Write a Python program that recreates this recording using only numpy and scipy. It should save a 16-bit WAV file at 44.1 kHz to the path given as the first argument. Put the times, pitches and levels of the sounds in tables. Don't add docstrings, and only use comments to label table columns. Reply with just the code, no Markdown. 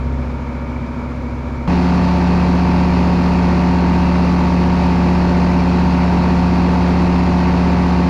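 import sys
import numpy as np
from scipy import signal
from scipy.fft import rfft, irfft
from scipy.io import wavfile
from scipy.ndimage import uniform_filter1d, minimum_filter1d

SR = 44100
rng = np.random.default_rng(int(sys.argv[2]) if len(sys.argv) > 2 else 0)


def to_wav(s):
    ch = np.atleast_2d(s).T
    pcm = np.round(np.clip(ch, -1, 1) * 32767)
    wavfile.write(sys.argv[1], SR, pcm.astype(np.int16))


N = 356769
TIME = np.arange(N) / SR
JUMP_S = 1.6757
GEAR = 21 / 51
EASY_CYCLE_HZ, CRUISE_CYCLE_HZ = 40.55, 44.33
EASY_LOAD_DB, CRUISE_LOAD_DB = -1.1, 2
HUNT_PER_S = 2.5
EASY, CRUISE = 1, 2


def undb(db):
    return 10 ** (np.asarray(db) / 20)


def walk(rate):
    hz = np.arange(N // 2 + 1) * SR / N
    lowpass = np.exp(-(hz / rate) ** 2) * (hz > 0)
    drift = irfft(rfft(rng.standard_normal(N)) * lowpass, N)
    return drift / drift.std()


def tone(turns, db):
    return np.sqrt(2) * undb(db) * np.sin(2 * np.pi * turns)


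def hiss(spectrum):
    hz, db = np.transpose(spectrum)
    bins = np.maximum(np.arange(N // 2 + 1) * SR / N, 1)
    gain = undb(np.interp(np.log(bins), np.log(hz), db))
    return irfft(rfft(rng.standard_normal(N)) * gain, N) * np.sqrt(SR / 2)


def orders(turns, multiples, levels, waver_db, steady_db, delays):
    knots = np.linspace(0, N / SR, 64)
    out = 0
    for multiple, db, lag in zip(multiples, levels, np.cumsum(delays)):
        depth = waver_db * np.clip((steady_db - db) / 10, .15, 1)
        waver = depth * np.interp(TIME, knots, rng.standard_normal(len(knots)))
        out = out + tone(multiple * turns - lag, db + waver)
    return out


# frequency in Hz, noise density in dB per Hz.
EASY_AIR_SPECTRUM = [(20, -74), (38, -62), (52, -65), (110, -50), (180, -58), (260, -53.5), (350, -60),
                     (540, -59.5), (780, -67), (1250, -67), (2800, -84.5), (4650, -88), (7300, -96.5),
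                     (12500, -114)]
CRUISE_AIR_SPECTRUM = [(20, -63.5), (40, -68.5), (55, -59.5), (110, -52), (240, -48.5), (550, -55.5),
                       (900, -55), (1400, -63), (2700, -65), (2950, -72.5), (3500, -75.5), (4400, -71),
                       (6800, -86), (11000, -99), (13500, -112)]


def slipstream(turns, spectrum, chop, flutter_db):
    air = hiss(spectrum)
    upper_band = signal.butter(2, [1750, 3300], "band", fs=SR, output="sos")
    upper = signal.sosfiltfilt(upper_band, air)
    before, after = (np.interp(turns + shift, turns, upper) for shift in (-.5, .5))
    chopped = (upper + chop * (before + after)) / np.sqrt(1 + 2 * chop ** 2)
    rest = air - upper
    return rest * undb(flutter_db * walk(22)) + chopped * undb(flutter_db * walk(22))


def canopy(x, reflect, count=8):
    treble = signal.sosfiltfilt(signal.butter(2, 2600, "high", fs=SR, output="sos"), x)
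    lags = (rng.uniform(.001, .012, count) * SR).astype(int)
    return x + reflect * sum(np.roll(treble, lag) for lag in lags)


def whistle(hz, width_hz, db, spread_db):
    b, a = signal.iirpeak(hz, hz / width_hz, fs=SR)
    once = signal.lfilter(b, a, rng.standard_normal(N))
    band = signal.lfilter(b, a, once)
    return band / band.std() * undb(db + spread_db * walk(3.2))


def beating(cycles, turns, sum_db, difference_db):
    firings, blades = 4 * cycles, 2 * turns
    upper = tone(firings + blades + rng.random(), sum_db + 0.66 * walk(8))
    lower = tone(firings - blades + rng.random(), difference_db + 2.3 * walk(8.7))
    return upper + lower


# centre in seconds, half-width in seconds, speed change in cycles per second, loading in dB.
EASY_GUST = (.28, .24, 0, 5.2)
CRUISE_GUST = (4.95, .09, -.2, -.9)


def shafts(cycle_hz, bump, unsteady, hunt_hz, wander_db):
    at_s, width_s, change_hz, change_db = bump
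    push = np.exp(-((TIME - at_s) / width_s) ** 2)
    hz = cycle_hz + change_hz * push + hunt_hz * walk(HUNT_PER_S)
    cycles = np.cumsum(hz) / SR + unsteady * walk(11)
    turns = 2 * GEAR * cycles
    load_db = change_db * push + wander_db * walk(HUNT_PER_S)
    return cycles, turns, load_db


# multiple of the propeller shaft speed, level in dB at reduced power, level in dB at cruise.
PROPELLER_ORDERS = [(1, -46, -45), (2, -25, -20), (3, -45, -46), (4, -32, -30), (6, -48, -33),
                    (7, -56, -48), (8, -43, -46), (9, -51, -51), (10, -63, -42), (11, -58, -44),
                    (12, -57, -46), (17, -49, -42)]


def propeller(turns, setting, load_db):
    table = np.array(PROPELLER_ORDERS)
    multiples, levels = table[:, 0], table[:, setting]
    loaded = [db + load_db * min(1, 4 / multiple) for multiple, db in zip(multiples, levels)]
    delays = rng.random(len(multiples))
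    return orders(turns, multiples, loaded, waver_db=1.0, steady_db=-23, delays=delays)


# multiple of the four-stroke cycle rate, level in dB at reduced power, level in dB at cruise.
ENGINE_ORDERS = [(2, -40, -35), (3, -46, -46), (4, -40, -14.3), (5, -49, -33), (6, -29.6, -24.4),
                 (7, -64, -39), (8, -54, -30.5), (9, -52, -41), (10, -49, -44), (11, -52, -47),
                 (12, -48, -40.5), (13, -53, -35), (14, -49, -39.5), (15, -67, -47), (16, -58, -35),
                 (17, -70, -37), (18, -63, -42), (19, -54, -38), (20, -55, -31.5), (21, -61, -32),
                 (22, -47, -38), (23, -43, -44), (24, -48, -46), (25, -54, -39), (26, -57, -39),
                 (27, -56, -45), (28, -51, -51), (29, -69, -48), (30, -50, -52), (31, -70, -48),
                 (32, -56, -50), (33, -60, -47), (34, -52, -50), (35, -68, -49), (36, -58, -53),
                 (41, -85, -54), (42, -58, -55), (46, -65, -57), (52, -65, -54)]


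def engine(cycles, setting, rough, waver_db, steady_db):
    table = np.array(ENGINE_ORDERS)
    multiples, levels = table[:, 0], table[:, setting]
    low = multiples < 14.5
    high = ~low
    drone = orders(cycles, multiples[low], levels[low], waver_db, steady_db, rng.random(low.sum()))
    panels = np.repeat(rng.permutation(np.linspace(0, .5, 7)), 4)[:high.sum()]
    delays = panels + .25 * rng.random(len(panels))
    rasp = orders(cycles, multiples[high], levels[high], waver_db, steady_db, delays)
    return drone + rasp * (1 + rough * walk(60))


def reduced_power():
    cycles, turns, load_db = shafts(EASY_CYCLE_HZ, EASY_GUST, unsteady=.0007, hunt_hz=0.022, wander_db=1.3)
    air = canopy(slipstream(turns, EASY_AIR_SPECTRUM, chop=.05, flutter_db=0.46), reflect=0.076)
    gap = whistle(hz=2270, width_hz=300, db=-45, spread_db=0.1)
    sidebands = beating(cycles, turns, sum_db=-35, difference_db=-44.5)
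    blades = propeller(turns, EASY, EASY_LOAD_DB + load_db)
    motor = engine(cycles, EASY, rough=0.066, waver_db=2.5, steady_db=-28.5)
    return undb(-0.6) * air + gap + sidebands + blades + motor


def cruise():
    cycles, turns, load_db = shafts(CRUISE_CYCLE_HZ, CRUISE_GUST, unsteady=.0006, hunt_hz=.016, wander_db=.25)
    air = canopy(slipstream(turns, CRUISE_AIR_SPECTRUM, chop=0.17, flutter_db=0.27), reflect=0.1)
    sidebands = beating(cycles, turns, sum_db=-25.0, difference_db=-31)
    blades = propeller(turns, CRUISE, CRUISE_LOAD_DB + load_db)
    motor = engine(cycles, CRUISE, rough=0.073, waver_db=1.17, steady_db=-17.5)
    return air + sidebands + blades + motor


def scene():
    return np.where(TIME < JUMP_S, reduced_power(), cruise())[None]


def limiter(x, ceiling, size=65):
    gain = ceiling / np.maximum(np.abs(x), ceiling)
    held_gain = minimum_filter1d(gain, 2 * size)
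    return x * uniform_filter1d(uniform_filter1d(held_gain, size), size)


def record(dry):
    notch = signal.iirnotch(7970, 16, fs=SR)
    notched = signal.lfilter(*notch, signal.lfilter(*notch, dry))
    held = limiter(notched, ceiling=.475)
    lean = signal.sosfilt(signal.butter(1, 3, "high", fs=SR, output="sos"), held)
    top_cut = signal.ellip(8, .2, 70, 15600, fs=SR, output="sos")
    return signal.sosfilt(top_cut, lean)


dry = scene()
out = record(dry)
to_wav(out)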